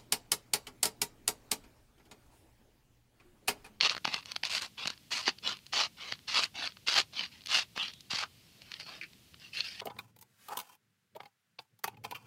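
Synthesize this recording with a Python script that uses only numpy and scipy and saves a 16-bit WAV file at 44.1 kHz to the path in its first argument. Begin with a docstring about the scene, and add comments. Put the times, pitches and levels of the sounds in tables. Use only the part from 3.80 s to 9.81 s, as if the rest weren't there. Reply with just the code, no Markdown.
"""Scissors cut along a sheet of drawing paper, close by, in a small quiet room.
Each closing stroke breaks a dense run of fibres, and the larger catches let go with a snap.
Between strokes the blades open and slide along the cut edge; the stiff sheet pops and ticks as it bends.
Near 4 seconds one blade drags and rasps. After the last cut the sheet is laid aside with a rustle,
a loose edge flicks the table, and another sheet is picked up."""
import sys
import numpy as np
from scipy import signal
from scipy.fft import rfft, irfft, next_fast_len
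from scipy.io import wavfile
from scipy.ndimage import uniform_filter1d, map_coordinates

SR = 44100
rng = np.random.default_rng(int(sys.argv[2]) if len(sys.argv) > 2 else 0)


def int16_out(signal):
    """Quantize to a 16-bit WAV file."""
    q = np.round(np.clip(np.atleast_2d(signal).T, -1, 1) * 32767)
    wavfile.write(sys.argv[1], SR, q.astype(np.int16))


N = 264908  # about 6 seconds

# A sound's "body" is its low part and its "fizz" its highest; stroke() explains swell and arch.
# the blades open and slide: (start [s], length [s], level [dB], swell [dB], arch [dB], body [dB])
SLIDE_STROKES = [(0.245, 0.14, -39, 4, 5, -8.5), (0.454, 0.064, -52, 4, 1, -6),
                 (0.969, 0.15, -44.5, -6, 0.5, -8.5), (1.617, .11, -35, 14.5, 9.5, -10.5),
                 (2.16, 0.17, -46, 10.5, 2.5, -9), (2.735, .13, -41, 13.5, 2.5, -10.5),
                 (3.317, 0.13, -40.5, 13, 8.5, -9.5), (3.497, 0.092, -55.5, 10, 6, -15.5),
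                 (3.948, 0.15, -38.5, -7.5, 8.5, -10)]
# the tone of a paper snap: (frequency [Hz], level [dB])
SNAP_TONE = [(88, -58), (150, -23), (462, -21), (1980, -6), (2860, 2), (3550, -3), (4390, 3.5),
             (5870, -14.5), (6730, -26), (7560, -45), (8490, -40.5), (11600, -49), (15500, -67)]


def amp(db):
    """Turn decibels into a number to multiply by."""
    return 10 ** (np.asarray(db) / 20)


def unit(x):
    """Scale a sound to an average strength (rms) of 1."""
    return x / np.sqrt(np.mean(x ** 2) + 1e-20)


def curve_at(points, hz):
    """Read between (frequency, value) points, giving each octave equal room."""
    freqs, values = np.transpose(points)
    return np.interp(np.log(hz + 1), np.log(freqs + 1), values)


def wobble(rate):
    """A smooth curve through `rate` random values a second."""
    values = rng.standard_normal(int(N * rate / SR) + 4)
    return map_coordinates(values, [np.arange(N) * rate / SR])


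def filtered(x, response):
    """Multiply each frequency in a sound by response(frequency)."""
    size = next_fast_len(len(x) + SR // 4)
    return irfft(rfft(x, size) * response(np.fft.rfftfreq(size, 1 / SR)), size)[:len(x)]


def impulse(tone, size=2048):
    """The sharpest click that has the given tone."""
    cepstrum = irfft(np.log(amp(curve_at(tone, np.fft.rfftfreq(size, 1 / SR)))))
    # folding the second half onto the first packs the energy at the click's start
    cepstrum[1:size // 2] *= 2
    cepstrum[size // 2 + 1:] = 0
    return irfft(np.exp(rfft(cepstrum)))


def ringing(x, ring_db):
    """The blades and the sheet they grip ring along with a sound."""
    # their resonances: (frequency [Hz], width [Hz], relative level [dB])
    resonances = [(1070, 320, -3.5), (2827, 160, -2), (3380, 62, 2.5), (4400, 330, 0.5)]
    def ring(f):
        return sum(amp(db) * 1j * f * width / (hz * hz - f * f + 1j * f * width)
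                   for hz, width, db in resonances)
    return filtered(x, lambda f: 1 + amp(ring_db) * ring(f))


def bands(x):
    """Split a sound into body (below 1600 Hz), crisp middle and fizz (above 7000 Hz)."""
    body = filtered(x, lambda f: 1 / (1 + (f / 1600) ** 8))
    fizz = filtered(x, lambda f: 1 - 1 / (1 + (f / 7000) ** 14))
    return body, x - body - fizz, fizz


def crackle(tone, breaks_per_s, spread_db, hiss, patchy_db, ring_db):
    """Tiny breaks of uneven size and spacing over the hiss of rubbing."""
    count = int(N / SR * breaks_per_s)
    positions = (np.arange(count) + rng.uniform(0, 2, count)) * SR / breaks_per_s
    sizes = amp(spread_db * np.clip(rng.standard_normal(count), -2, 2))
    breaks = np.bincount(positions.astype(int), sizes, N)[:N]
    bursts = signal.lfilter([1], [1, -np.exp(-1 / (SR * 0.00063))], breaks)  # each break fades fast
    grains = unit(bursts * rng.standard_normal(N)) + hiss * rng.standard_normal(N)
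    # the bent sheet favours different narrow bands from moment to moment
    spectra = signal.stft(grains, nperseg=512)[2]
    patches = uniform_filter1d(rng.standard_normal(spectra.shape), size=2, axis=0)
    patches = uniform_filter1d(patches, size=10, axis=1)
    grains = signal.istft(spectra * amp(patchy_db * unit(patches)), nperseg=512)[1][:N]
    return ringing(signal.fftconvolve(grains, impulse(tone))[:N], ring_db)


def click(tone, flutter, fade_s, size=4096):
    """A sharp release, then a flutter of the paper that falls 60 dB in fade_s."""
    t = np.arange(size) / SR
    motion = flutter * unit(rng.standard_normal(size) * amp(-60 * t / fade_s)) / np.sqrt(size)
    motion[0] += 1
    return signal.fftconvolve(motion, impulse(tone))[:size]


def add(track, start, sound, db):
    """Mix a sound in at start [s]; db is the level it would have if packed into 4 ms."""
    part = track[max(round(start * SR), 0):][:len(sound)]
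    part += amp(db) * sound[:len(part)] * np.sqrt(SR / 250) / np.linalg.norm(sound)


def stroke(start, length, level_db, swell_db, arch_db, attack_s, fade_db_per_s):
    """Gain and progress (0-1) of one stroke: it takes hold, follows the hand's pressure, dies away."""
    t = np.arange(N) / SR - start
    progress = np.clip(t / length, 0, 1)
    # swell is the rise from start to end; arch is how far both ends lie below the middle
    pressure_db = swell_db * (progress - .5) - arch_db * (2 * progress - 1) ** 2
    fade_db = fade_db_per_s * np.maximum(t - length, 0)
    grip = np.clip(t / attack_s, 0, 1) ** 2
    return grip * amp(level_db + pressure_db - fade_db), progress


def background():
    """Low room rumble and faint hiss, there from the start."""
    # the tone of the quiet room: (frequency [Hz], relative level [dB])
    quiet_tone = [(15, -48), (25, -24), (48, -14), (73, -5), (119, -3), (198, -5.5), (300, -12.5),
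                  (480, -19.5), (800, -24.5), (1500, -25.5), (2900, -17.5), (4400, -18.5), (7000, -25),
                  (15500, -28.5)]
    return amp(-61.5) * unit(filtered(rng.standard_normal(N), lambda f: amp(curve_at(quiet_tone, f))))


def cutting():
    """The closing blades catch and break fibres in quick uneven clumps."""
    # bites of the blades, one or more to a cut:
    # (start [s], length [s], level [dB], swell [dB], arch [dB], body [dB], fizz [dB])
    bites = [(0, 0.071, -30, 2.5, -1, -12, -27), (0.095, 0.03, -32.5, -2, 3.5, -5, -22),
             (0.633, 0.039, -41, 3, -5.5, -15.5, -21), (0.689, 0.11, -33, 0, 13, -12.5, -14.5),
             (0.802, 0.063, -40.5, 0, 5, -10.5, -14), (1.303, 0.15, -36, -17.5, 5, -10, -17.5),
             (1.448, 0.043, -34, 13.5, -0.5, -13, -29), (1.92, 0.13, -29.5, -2, 0.5, -8.5, -25),
             (2.468, 0.063, -34.5, 5.5, 0.5, -15, -24.5), (2.534, 0.069, -29, -1, 3, -9, -21),
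             (2.606, 0.047, -34, 8.5, 6, -9.5, -16), (3.061, 0.14, -31.5, 5, -5.5, -12, -21.5),
             (3.673, .157, -27.5, 4, 16, -13.5, -20.5), (4.296, 0.12, -35.5, -5, -2.5, -12.5, -21.5),
             (4.42, 0.02, -39.5, -2.5, 3.5, 2.5, -22)]
    # the tone of breaking fibres: (frequency [Hz], level [dB])
    fibre_tone = [(60, -33), (150, -21), (430, -18), (620, -12), (850, -8.5), (1100, -6), (1600, -7.5),
                  (2200, -5), (2800, -0.5), (3600, -4), (4500, -1.5), (5300, -6.5), (7200, -16),
                  (15500, -40)]
    fibres = crackle(fibre_tone, breaks_per_s=650, spread_db=4, hiss=0.92, patchy_db=2.5, ring_db=-10.5)
    body, middle, fizz = map(unit, bands(fibres))
    out = np.zeros(N)
    for *shape, body_db, fizz_db in bites:
        gain, progress = stroke(*shape, attack_s=0.013, fade_db_per_s=920)
        growth_db = 4 * (progress - .5)  # the body grows as the bite runs out to the blade tips
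        out += gain * (middle + amp(body_db + growth_db) * body + amp(fizz_db) * fizz)
    catching = unit(amp(2.0 * wobble(150)))
    return catching * out


def room_echo(x):
    """The small room answers with a short blurred echo whose high notes die first."""
    # how long the room rings: (frequency [Hz], time to fall 60 dB [s])
    fade_times = [(200, 0.21), (2000, 0.1), (10000, 0.063)]
    hz, t, spectra = signal.stft(rng.standard_normal(SR // 2), SR, nperseg=256)
    fade = amp(-60 * t / curve_at(fade_times, hz)[:, None])
    tail = signal.istft(spectra * fade, SR, nperseg=256)[1]
    delayed_tail = np.pad(tail / np.linalg.norm(tail), (SR // 300, 0))
    return signal.fftconvolve(x, delayed_tail)[:N]


def snapping():
    """Larger catches strain with a short crackle, then let go, each with its own tone."""
    # single snaps of paper and blade: (time [s], relative level [dB], body [dB], relative fizz [dB])
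    snaps = [(0.0099, -16.5, -27, -32), (0.0335, -22.5, -11, -32), (0.0962, -21, -24, -25),
             (0.1494, -32, -1, -21), (0.1661, -32.5, 2, -17), (0.179, -34.5, 1.5, -14),
             (0.3424, -23, -8.5, -16), (0.458, -39.5, -14, -9), (0.5186, -31, -18, -12.5),
             (0.5629, -26, -8.5, -16), (0.6521, -26, -22, -15.5), (0.7806, -28.5, -29, -25),
             (0.8208, -32, -11, -4.5), (1.0738, -25.5, -12, -8), (1.0786, -26, -10, -20),
             (1.1025, -30.5, -7, -12), (1.458, -38, -17, -20), (1.586, -43.5, -36, -17),
             (1.7697, -46, -14, -10), (1.8657, -44, -18, -8), (2.5568, -30, -21, -31),
             (2.8744, -29, -16, -38), (2.97, -46.5, -3, -26), (3.0844, -21.5, -11, -23),
             (3.141, -24.5, -14, -17), (3.197, -26.5, -19, -35), (3.409, -31, -19, -32),
             (3.66, -37, -32, -7), (3.671, -34.5, -21, -11), (3.9774, -29.5, 3, -40),
             (4.137, -44.5, -23, -8), (4.207, -45.5, -23, -3), (4.8193, -45.5, -14, -15),
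             (4.9179, -36, -14, -18), (4.9402, -34, -32, -28), (4.9991, -39, -8, -14),
             (5.333, -52, -13, -20), (5.5432, -46.5, -5, -30), (5.806, -23, -43, -42)]
    out = np.zeros(N)
    for start, db, body_db, fizz_db in snaps:
        release = ringing(click(SNAP_TONE, flutter=1, fade_s=0.015), ring_db=-14.5)
        body, middle, fizz = map(unit, bands(release))
        add(out, start, middle + amp(body_db) * body + amp(fizz_db + 1.5) * fizz, db - 2.5)
        strain_start = start - rng.uniform(.003, .006)
        add(out, strain_start, click(SNAP_TONE, flutter=3, fade_s=0.0077), db - 17)
    return out


def sliding():
    """Opening blades scrape the cut edge with a finer, softer grain."""
    # the tone of a blade rubbing paper: (frequency [Hz], level [dB])
    rub_tone = [(120, -46.5), (200, -11.5), (385, -16.5), (715, -12.5), (1110, -7.5), (1880, -7),
                (2650, 0.5), (3420, -2), (3750, -1.5), (4500, -2.5), (6240, -13.5), (7220, -24.5),
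                (15500, -48.5)]
    rub = crackle(rub_tone, breaks_per_s=1100, spread_db=5, hiss=0.68, patchy_db=4.5, ring_db=-8.5)
    body, middle, fizz = bands(rub)
    body, scrape = unit(body), unit(middle + amp(4.5) * fizz)
    out = np.zeros(N)
    for *shape, body_db in SLIDE_STROKES:
        gain, _ = stroke(*shape, attack_s=0.014, fade_db_per_s=528)
        out += gain * (scrape + amp(body_db) * body)
    return unit(amp(1.63 * wobble(140))) * out


def buckling():
    """The sheet flips its curve: a crinkle, a full pop and a short low thump of the whole sheet."""
    # pops of the sheet: (time [s], level [dB], thump level [dB], thump pitch [Hz])
    pops = [(0.2483, -31.5, -47.5, 220), (0.253, -24, -61, 192), (0.277, -31, -44, 203),
            (0.6354, -27, -55, 262), (1.0567, -31.5, -46.5, 168), (1.4798, -21.5, -34.5, 353),
            (2.3237, -29.5, -53, 180), (4.334, -37, -46, 163)]
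    # the tone of a pop: (frequency [Hz], level [dB])
    pop_tone = [(53, -70), (90, -47), (282, -16), (902, 4), (1360, -2.5), (2090, 1.5), (2280, -3),
                (2890, 4.5), (3580, -6), (4540, -1), (6270, -13), (7290, -26), (12200, -30), (15500, -61)]
    out, t = np.zeros(N), np.arange(SR // 8) / SR
    for start, db, thump_db, hz in pops:
        add(out, start, ringing(click(pop_tone, flutter=1, fade_s=0.0095), ring_db=-13), db)
        add(out, start - .0035, click(SNAP_TONE, flutter=3.6, fade_s=0.029), db - 9.5)
        thump = np.sin(2 * np.pi * hz * t) * amp(-60 * t / 0.024)
        thump += 0.34 * np.sin(2 * np.pi * 0.733 * hz * t) * amp(-60 * t / 0.08)
        # a thin sheet gives off almost no deep bass
        bass_cut = signal.butter(2, 1.5 * hz, "high", fs=SR, output="sos")
        add(out, start, signal.sosfilt(bass_cut, thump), thump_db + 5)
    return out


def settling(ticks=3, within_s=0.066):
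    """The held sheet settles after each slide with a few small dry ticks."""
    out = np.zeros(N)
    for start, length, *_ in SLIDE_STROKES:
        for _ in range(ticks):
            tick = click(SNAP_TONE, flutter=1, fade_s=0.0067)
            add(out, start + length + within_s * rng.uniform(), tick, db=-53)
    return out


def rasping():
    """One blade sticks and slips on the paper's edge, making a narrow band of noise that wanders."""
    # the course of the rasp: (time [s], level [dB], pitch [Hz])
    course = [(3.979, -48, 2865), (4.01, -33.5, 3105), (4.078, -48, 2950), (4.129, -59.5, 3570),
              (4.22, -67, 3590)]
    t = np.arange(N) / SR
    times, db, hz = np.transpose(course)
    gain = (t >= times[0]) * (t <= times[-1]) * amp(np.interp(t, times, db))
    phase = 2 * np.pi * np.cumsum(np.interp(t, times, hz)) / SR
    roughness = wobble(900) + 1j * wobble(900)  # smears the pure note into noise
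    return gain * unit(np.real(roughness * np.exp(1j * phase)))


def rustling():
    """Sheet slips over sheet with a lightly crinkling rustle."""
    # moves of the sheets: (start [s], length [s], level [dB], swell [dB], arch [dB], body [dB])
    moves = [(4.458, 0.508, -67.5, 28.5, -1.5, -13), (4.99, 0.031, -46.5, -4.5, 1, -12.5),
             (5.051, 0.13, -48.5, -4, 5, -7), (5.582, 0.1, -54, 3, 6, -16),
             (5.717, 0.082, -43, 15, 4.5, -23), (5.83, 0.2, -46.5, -9.5, -2.5, -23),
             (5.987, 0.036, -37, 14, -2, -19)]
    # the tone of paper brushing paper: (frequency [Hz], level [dB])
    brush_tone = [(180, -38), (300, -12.5), (1030, -10.5), (1620, -8.5), (2200, -5), (2900, -1),
                  (3570, -9.5), (4400, -2.5), (5400, -8), (6900, -26.5), (15500, -44)]
    brush = crackle(brush_tone, breaks_per_s=550, spread_db=1.5, hiss=1, patchy_db=4.5, ring_db=-19)
    body, middle, fizz = bands(brush)
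    body, rustle = unit(body), unit(middle + amp(5.5) * fizz)
    out = np.zeros(N)
    for *shape, body_db in moves:
        gain, _ = stroke(*shape, attack_s=0.018, fade_db_per_s=296)
        out += gain * (rustle + amp(body_db) * body)
    return unit(amp(1.4 * wobble(90))) * out


def flicking():
    """A loose paper edge flicks against the table."""
    # touches of the edge: (time [s], relative level [dB])
    flicks = [(5.213, -35), (5.2257, -41), (5.2345, -37)]
    # the tone of paper hitting the table: (frequency [Hz], level [dB])
    flick_tone = [(120, -52), (200, -24), (312, -8), (1070, -49), (1210, -19), (1640, -10), (2480, 1),
                  (3620, -23), (4680, -13), (6700, -35), (12000, -41), (15600, -69), (22000, -120)]
    out = np.zeros(N)
    for start, db in flicks:
        add(out, start, click(flick_tone, flutter=2, fade_s=0.077), db - .5)
    return out


def scene():
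    """Scissors and paper close by, the room far behind."""
    paper = cutting() + snapping() + sliding() + buckling() + settling()
    paper += rasping() + rustling() + flicking()
    return (paper + amp(-22) * room_echo(paper) + background())[None]


def record(dry):
    """Remove the very highest treble, from 15650 Hz up."""
    return filtered(dry[0], lambda f: f < 15650)[None]


dry = scene()
out = record(dry)
int16_out(out)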